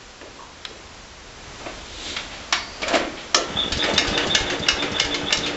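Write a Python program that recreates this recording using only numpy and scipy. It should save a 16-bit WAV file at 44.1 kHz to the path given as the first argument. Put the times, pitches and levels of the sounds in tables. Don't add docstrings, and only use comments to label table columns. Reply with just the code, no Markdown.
import sys
import numpy as np
from scipy import signal
from scipy.fft import rfft, irfft, next_fast_len
from scipy.io import wavfile
from scipy.ndimage import map_coordinates

SR = 44100
rng = np.random.default_rng(int(sys.argv[2]) if len(sys.argv) > 2 else 0)


def generate_wav(sig):
    pcm = np.round(np.clip(np.atleast_2d(sig).T, -1, 1) * 32767).astype(np.int16)
    wavfile.write(sys.argv[1], SR, pcm)


N = 245195

AIR_LEVELS = [(0.0, -46), (0.8, -44.3), (1.3, -43.5), (1.6, -41.3)]
RUMBLE_LEVELS = [(0.0, -58.5), (1.86, -48), (3.4, -58.5), (3.7, -44.5), (5.56, -51.5)]
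# start_s, level_db, tilt_db_per_octave, cutoff_hz, t60_s
CLUNK_HITS = [(0.212, -39, -2.5, 6000, 0.051), (1.597, -40, -3, 2500, 0.29), (1.658, -31, -1, 3280, 0.15),
              (2.164, -25.5, 1, 4800, 0.079), (2.31, -37.5, 1, 5000, 0.75), (2.818, -29, 1.5, 7000, 0.071),
              (2.828, -26.5, -1, 5500, 0.038), (2.88, -25.5, 3, 9000, 0.051),
              (2.938, -22, -.5, 8000, 0.039), (2.949, -20, -0.5, 9000, .09),
              (3.013, -29, -2.5, 3000, 0.055), (3.17, -36, 2.5, 4200, 0.38)]
SNAP_HITS = [(0.65, -32, 0, 5970, 0.024), (2.525, -16, 0.8, 6570, 0.037), (3.345, -14, 1, 9000, .028)]
RINGING_PARTS = [(.214, 480, 300, -41.5, 0.59), (.388, 1030, 240, -41, 0.45),
                 (.6503, 3700, 900, -34, 0.016), (.69, 457, 197, -46.5, 0.56), (1.66, 338, 119, -37, 0.23),
                 (2.525, 2820, 2400, -24, 0.28), (2.526, 4660, 520, -37.5, 1.6),
                 (2.833, 2350, 300, -27.5, 0.042), (2.949, 630, 160, -18.5, 0.075),
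                 (3.345, 1240, 199, -21, 0.11), (3.345, 5300, 350, -20, 0.026),
                 (3.345, 5900, 1800, -22.5, 0.21), (3.352, 500, 340, -25, 0.46)]
PING_NOTES = [(2.525, 2170, -37, 0.6), (3.346, 1344, -30.5, 1.1), (3.345, 1810, -28, .18),
              (3.345, 3440, -24.5, .16), (3.83, 5030, -19.5, 0.067)]
DRONE_LEVELS = [(3.42, -11), (3.48, -7), (3.55, -1.5), (3.68, -0.5), (3.93, 2.5), (4.28, 2.5), (4.6, -0.5),
                (5.56, -.5)]
GEAR_STRAINS = [(3.897, 8.5, .045), (4.235, 5, 0.056), (4.537, 8, .025), (4.844, 3, 0.036)]
FRAME_JOLTS = [(3.5, -34, 0.2), (3.548, -30, .15), (3.765, -28, 0.12), (3.93, -28.5, 0.76),
               (4.11, -28, 0.083), (4.268, -28.5, 0.56), (4.596, -32.5, 0.77), (4.912, -32, 0.62),
               (5.231, -33.5, 0.38), (5.378, -32.5, .2)]
SQUEAK_RUBS = [(3.561, 0.08, -17.5), (3.792, 0.044, -18), (3.959, 0.031, -24.5), (4.136, 0.031, -22),
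               (4.294, 0.048, -21), (4.466, 0.036, -25.5), (4.62, 0.03, -22), (4.787, 0.032, -22.5),
               (4.941, .046, -24), (5.106, 0.037, -25), (5.259, 0.048, -24.5), (5.427, 0.034, -23)]
VALVE_TAPS = [(3.72, -23, 9.5, 0.068), (3.77, -29, 19, .1), (3.822, -28.5, -19.5, .2),
              (3.838, -24, -2, 0.091), (3.936, -28.5, 15, .08), (4.07, -27, 11, 0.25),
              (4.175, -20.5, 1, 0.07), (4.268, -30, 19.5, 0.065), (4.4, -30.5, 12, .1),
              (4.499, -25.5, 2, 0.08), (4.594, -34, 22, .05), (4.663, -31, -14, 0.08), (4.822, -25, 0, .12),
              (4.916, -34.5, 23, .06), (4.984, -31.5, -2, .07), (5.046, -29.5, 16, 0.082),
              (5.142, -25, 3.5, 0.085), (5.305, -28.5, -3.5, .06), (5.371, -25.5, 18, .045),
              (5.461, -26, 3.5, 0.12)]
EXHAUST_PUFFS = [(3.721, -18), (4.074, -19), (4.403, -21.5), (4.723, -23), (5.046, -25.5), (5.367, -26)]
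PISTON_KNOCKS = [(3.9777, 0.5, 3800), (4.348, 0.5, 4670), (4.6841, 1, 2890), (4.997, -1.5, 3840),
                 (5.3246, -1, 2870)]

SHED_DECAY = [(200, 0.87), (1000, 0.54), (3500, 0.39), (8000, 0.27)]
CASING_MODES = [(292.5, 9, -0.5), (359, 11, -6.5), (467, 32, -4), (587.5, 16, -9)]
FRAME_MODES = [(86.6, 0, .4), (146.3, 1.5, 0.23), (170.7, -3, 0.37), (205.5, 2.5, .3)]
METAL_MODES = [(1730, -7.5, 0.15), (2155, -6.5, 0.28), (2360, -14.5, 0.2), (2895, -2.5, .14),
               (3780, -5.5, 0.11), (4760, -4, .08), (5157, -10.5, 0.17), (5370, -6, .06),
               (6400, -12.5, .19)]

# frequency_hz, gain_db
AIR_EQ = [(15, -16), (30, 0), (70, -5), (110, -11.5), (200, -8.5), (500, -9.5), (1400, -12), (6000, -17.5),
          (7800, -22)]
RUMBLE_EQ = [(15, -23), (30, -4.5), (75, 5), (130, -6.5), (260, -30.5), (500, -76)]
CLUNK_EQ = [(120, -13.5), (220, -8), (330, 3), (460, -7), (620, 2), (950, -5), (2400, -3), (4200, -8),
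            (7800, -15)]
SNAP_EQ = [(200, -24), (330, -1), (480, -18.5), (700, -1), (1400, -2), (3800, 1), (5200, -5), (7800, -8.5)]
SLIDE_EQ = [(150, -14.5), (300, 6), (1100, -10), (2200, 0), (3800, 5), (5000, -3.5), (7500, -5)]
STUMBLE_EQ = [(110, -18), (230, -14.5), (370, -6), (480, -5), (610, 5), (850, -8), (2000, -8),
              (4200, -16.5), (7500, -30)]
CHURN_EQ = [(70, -35), (120, -6), (190, -1), (240, -3), (310, 0.5), (600, -2), (1100, -19.5), (2000, -61)]
RATTLE_EQ = [(300, -9), (700, 1), (1150, -2.5), (1600, -0.8), (2300, -4), (3500, -2), (4300, -16),
             (7500, -22)]
GROAN_EQ = [(260, -29), (360, -1.5), (520, -1.5), (640, 4), (800, -4.5), (1200, -23)]
CLACK_EQ = [(400, -37), (750, 6), (1050, -0.5), (1500, 7), (2250, 7.5), (3800, 5), (4400, 1.5),
            (7500, -9.5)]
KNOCK_EQ = [(300, -27), (520, -12.5), (1110, -12.5), (1740, -5.5), (2470, -11), (2840, 0.5), (3210, -9),
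            (3810, -1), (4260, -9), (5370, -5), (7800, -15.5)]

SCENE_T, HIT_T = np.arange(N) / SR, np.arange(SR // 2) / SR


def amp(db):
    return 10 ** (np.asarray(db) / 20)


def unit_rms(x):
    return x / np.sqrt(np.mean(x ** 2) + 1e-20)


def unit_onset(x):
    return x / np.sqrt(np.mean(x[:SR // 50] ** 2) + 1e-20)


def curve_at(points, hz):
    point_hz, values = np.transpose(points)
    return np.interp(np.log(hz + 1), np.log(point_hz + 1), values)


def fader(points):
    times, db = np.transpose(points)
    inside_s = np.minimum(SCENE_T - times[0], times[-1] - SCENE_T)
    return np.clip(inside_s * 20 + 1, 0, 1) ** 2 * amp(np.interp(SCENE_T, times, db))


def swell(peak_s, peak_db, rise_db_per_s, fall_db_per_s):
    t = SCENE_T - peak_s
    return amp(peak_db + np.minimum(rise_db_per_s * t, -fall_db_per_s * t))


def attack(rise_s):
    return 1 - np.exp(-HIT_T / rise_s)


def decay(t60_s):
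    return amp(-60 * HIT_T / t60_s)


def wobble(rate_hz, n=N):
    knots = rng.standard_normal(int(n * rate_hz / SR) + 4)
    return map_coordinates(knots, [np.arange(n) * rate_hz / SR])


def filtered(x, response):
    size = next_fast_len(len(x) + SR // 4)
    return irfft(rfft(x, size) * response(np.fft.rfftfreq(size, 1 / SR)), size)[:len(x)]


def coloured(x, eq):
    return unit_rms(filtered(x, lambda hz: amp(curve_at(eq, hz))))


def burst(t60_s, rise_s):
    return rng.standard_normal(len(HIT_T)) * decay(t60_s) * attack(rise_s)


def chatter(per_second, spread_db, t60_s):
    sizes = amp(spread_db * rng.uniform(-1, 1, N))
    contacts = (rng.random(N) < per_second / SR) * sizes
    power = signal.fftconvolve(contacts ** 2, decay(t60_s) ** 2)[:N]
    return unit_rms(np.sqrt(np.abs(power)) * rng.standard_normal(N))


def struck(modes, spread_db, rise_s):
    hz, db, t60_s = np.transpose(modes)[:, :, None]
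    envelopes = amp(db + spread_db * rng.standard_normal(hz.shape)) * decay(t60_s)
    partials = np.sin(2 * np.pi * (hz * HIT_T + rng.random(hz.shape)))
    return unit_onset(np.sum(envelopes * partials, axis=0) * attack(rise_s))


def shed(x, wet_db):
    hz, t, spectrum = signal.stft(rng.standard_normal(SR // 2), SR, nperseg=256)
    fade = amp(-60 * t / curve_at(SHED_DECAY, hz)[:, None])
    tail = signal.istft(spectrum * fade, SR, nperseg=256)[1]
    return x + amp(wet_db) * signal.fftconvolve(x, tail / np.linalg.norm(tail))[:len(x)]


def air():
    level_db = np.interp(SCENE_T, *np.transpose(AIR_LEVELS)) + 3.5 + wobble(8) / 2
    rush = amp(level_db) * coloured(rng.standard_normal(N), AIR_EQ)
    rumble = fader(RUMBLE_LEVELS) * coloured(rng.standard_normal(N), RUMBLE_EQ)
    return rush + rumble


def blows(hits, eq, rise_s, wet_db):
    out = np.zeros(N)
    for start_s, db, tilt, cutoff_hz, t60_s in hits:
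        tilted_eq = [(hz, gain_db + tilt * np.log2(hz)) for hz, gain_db in eq]
        lowpass = signal.butter(4, cutoff_hz, fs=SR, output='sos')
        contact = signal.sosfilt(lowpass, burst(t60_s, rise_s))
        add(out, start_s, amp(db) * unit_onset(coloured(shed(contact, wet_db), tilted_eq)))
    return out


def ringing_parts():
    out = np.zeros(N)
    for start_s, hz, width, db, t60_s in RINGING_PARTS:
        band = [(hz - width, -30), (hz - width / 2, 0), (hz + width / 2, 0), (hz + width, -30)]
        cluster = coloured(rng.standard_normal(len(HIT_T)), band)
        add(out, start_s, amp(db) * unit_onset(cluster * decay(t60_s) * attack(.0019)))
    return out


def slide():
    stroke = swell(peak_s=2.095, peak_db=-28.3, rise_db_per_s=68, fall_db_per_s=75)
    return stroke * coloured(rng.standard_normal(N), SLIDE_EQ)


def pings():
    out = np.zeros(N)
    for start_s, hz, db, t60_s in PING_NOTES:
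        add(out, start_s, amp(db) * np.sin(2 * np.pi * hz * HIT_T) * decay(t60_s) * attack(.002))
    return out


def stumble():
    shudder = shed(chatter(per_second=300, spread_db=3, t60_s=.035), wet_db=-2)
    lurch = swell(peak_s=2.952, peak_db=-19, rise_db_per_s=150, fall_db_per_s=150)
    settle = swell(peak_s=2.95, peak_db=-37.5, rise_db_per_s=300, fall_db_per_s=24)
    return np.hypot(lurch, settle) * coloured(shudder, STUMBLE_EQ)


def cycle_swing(peak_share, outer_cycle_s=.33):
    puff_s = [row[0] for row in EXHAUST_PUFFS]
    starts = [puff_s[0] - outer_cycle_s, *puff_s, puff_s[-1] + outer_cycle_s]
    cycle = np.interp(SCENE_T, starts, np.arange(len(starts)))
    return np.cos(2 * np.pi * (cycle - peak_share))


def gears(sag_per_db=.012):
    churn = coloured(chatter(per_second=150, spread_db=3.5, t60_s=.04), CHURN_EQ)
    teeth = chatter(per_second=280, spread_db=3.5, t60_s=.02)
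    rattle = coloured(shed(teeth, wet_db=.5), RATTLE_EQ)
    strain_db = sum(db * np.exp(-((SCENE_T - s) / width) ** 2) for s, db, width in GEAR_STRAINS)
    steady_groan = coloured(rng.standard_normal(N), GROAN_EQ)
    groan = map_coordinates(steady_groan, [np.cumsum(1 - sag_per_db * strain_db)])
    swing_db = cycle_swing(peak_share=.63)
    return (amp(-34.5 + swing_db + .4 * strain_db) * churn
            + amp(-42.5 + swing_db + 1.83 * strain_db) * groan
            + amp(-32 + .34 * strain_db) * rattle)


def casing_hum(level_db=-35.5, swing_db=5.5, build_s=.33):
    hum = np.zeros(N)
    for hz, width_hz, db in CASING_MODES:
        strength = amp(db + 2.8 * wobble(2 * width_hz))
        hum += strength * np.sin(2 * np.pi * hz * SCENE_T + 1.26 * wobble(width_hz))
    cranking_s = np.maximum(SCENE_T - DRONE_LEVELS[0][0], 0)
    build_up = 1 - np.exp(-cranking_s / build_s)
    return amp(level_db + swing_db * cycle_swing(peak_share=.36)) * build_up * unit_rms(hum)


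def frame_jolts():
    out = np.zeros(N)
    for start_s, db, t60_s in FRAME_JOLTS:
        thump = struck(FRAME_MODES, spread_db=1, rise_s=.0036) * decay(t60_s)
        add(out, start_s, amp(db) * unit_onset(thump))
    return out


def squeaks(base_hz=3425, arch_share=.0604):
    out = np.zeros(N)
    hardest = max(amp(db) / length_s for _, length_s, db in SQUEAK_RUBS)
    for start_s, length_s, db in SQUEAK_RUBS:
        arch = np.sin(np.pi * np.clip(HIT_T / length_s, 0, 1))
        pressure = amp(db) / length_s / hardest
        pitch_hz = base_hz * (1 + arch_share * pressure * arch + .016 * wobble(500, len(HIT_T)))
        rasp = unit_rms(1 + .55 * wobble(520, len(HIT_T)))
        tone = np.sqrt(np.abs(arch)) * np.sin(2 * np.pi * np.cumsum(pitch_hz) / SR) * rasp
        add(out, start_s, amp(db) * shed(tone, wet_db=-4))
    return out


def valve_clacks():
    out = np.zeros(N)
    for start_s, db, lift_db, t60_s in VALVE_TAPS:
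        eq = [(hz, gain_db + lift_db * np.clip(np.log2(hz / 2500), 0, 1)) for hz, gain_db in CLACK_EQ]
        contact = unit_onset(coloured(burst(t60_s, rise_s=.0013), eq))
        tap = shed(contact, wet_db=-1.5)
        ring = amp(-11) * struck(METAL_MODES, spread_db=6, rise_s=.003)
        add(out, start_s, amp(db) * (tap + ring))
    return out


def exhaust_puffs(pitch_hz=38):
    out = np.zeros(N)
    push = np.sin(2 * np.pi * pitch_hz * HIT_T) * np.exp(-((HIT_T - .014) / .014) ** 2)
    for start_s, db in EXHAUST_PUFFS:
        gas = unit_onset(coloured(burst(t60_s=.14, rise_s=.01), RUMBLE_EQ))
        add(out, start_s, amp(db - 9) * push + amp(db - 11) * gas)
    return out


def piston_knocks(accent_db=7, width_hz=270):
    out = np.zeros(N)
    for start_s, db, accent_hz in PISTON_KNOCKS:
        accent = lambda hz: amp(accent_db * np.exp(-((hz - accent_hz) / width_hz) ** 2))
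        contact = unit_onset(coloured(burst(t60_s=.022, rise_s=.001), KNOCK_EQ))
        crack = unit_onset(filtered(contact, accent))
        echo = shed(contact, wet_db=-2) - contact
        tick = unit_onset(coloured(burst(t60_s=.05, rise_s=.00038), KNOCK_EQ))
        ring = struck(METAL_MODES, spread_db=2.5, rise_s=.0038)
        add(out, start_s, amp(db - 22) * tick)
        add(out, start_s + .0018, amp(db - 16.5) * (crack + echo) + amp(db - 22) * ring)
    return out


def add(track, start_s, sound):
    part = track[round(start_s * SR):][:len(sound)]
    part += sound[:len(part)]


def scene():
    clunks = blows(CLUNK_HITS, CLUNK_EQ, rise_s=.0017, wet_db=-3)
    snaps = blows(SNAP_HITS, SNAP_EQ, rise_s=.0008, wet_db=-4)
    lead_in = clunks + snaps + ringing_parts() + slide() + pings() + stumble()
    drone = fader(DRONE_LEVELS) * (gears() + casing_hum())
    beats = frame_jolts() + squeaks() + valve_clacks() + exhaust_puffs() + piston_knocks()
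    return (air() + lead_in + drone + beats)[None]


def record(dry):
    ceiling, top_hz = .95, 7600
    rounded = dry[0] / (1 + np.abs(dry[0] / ceiling) ** 6) ** (1 / 6)
    return filtered(rounded, lambda hz: amp(-np.maximum(hz - top_hz, 0) / 20))[None]


dry = scene()
out = record(dry)
generate_wav(out)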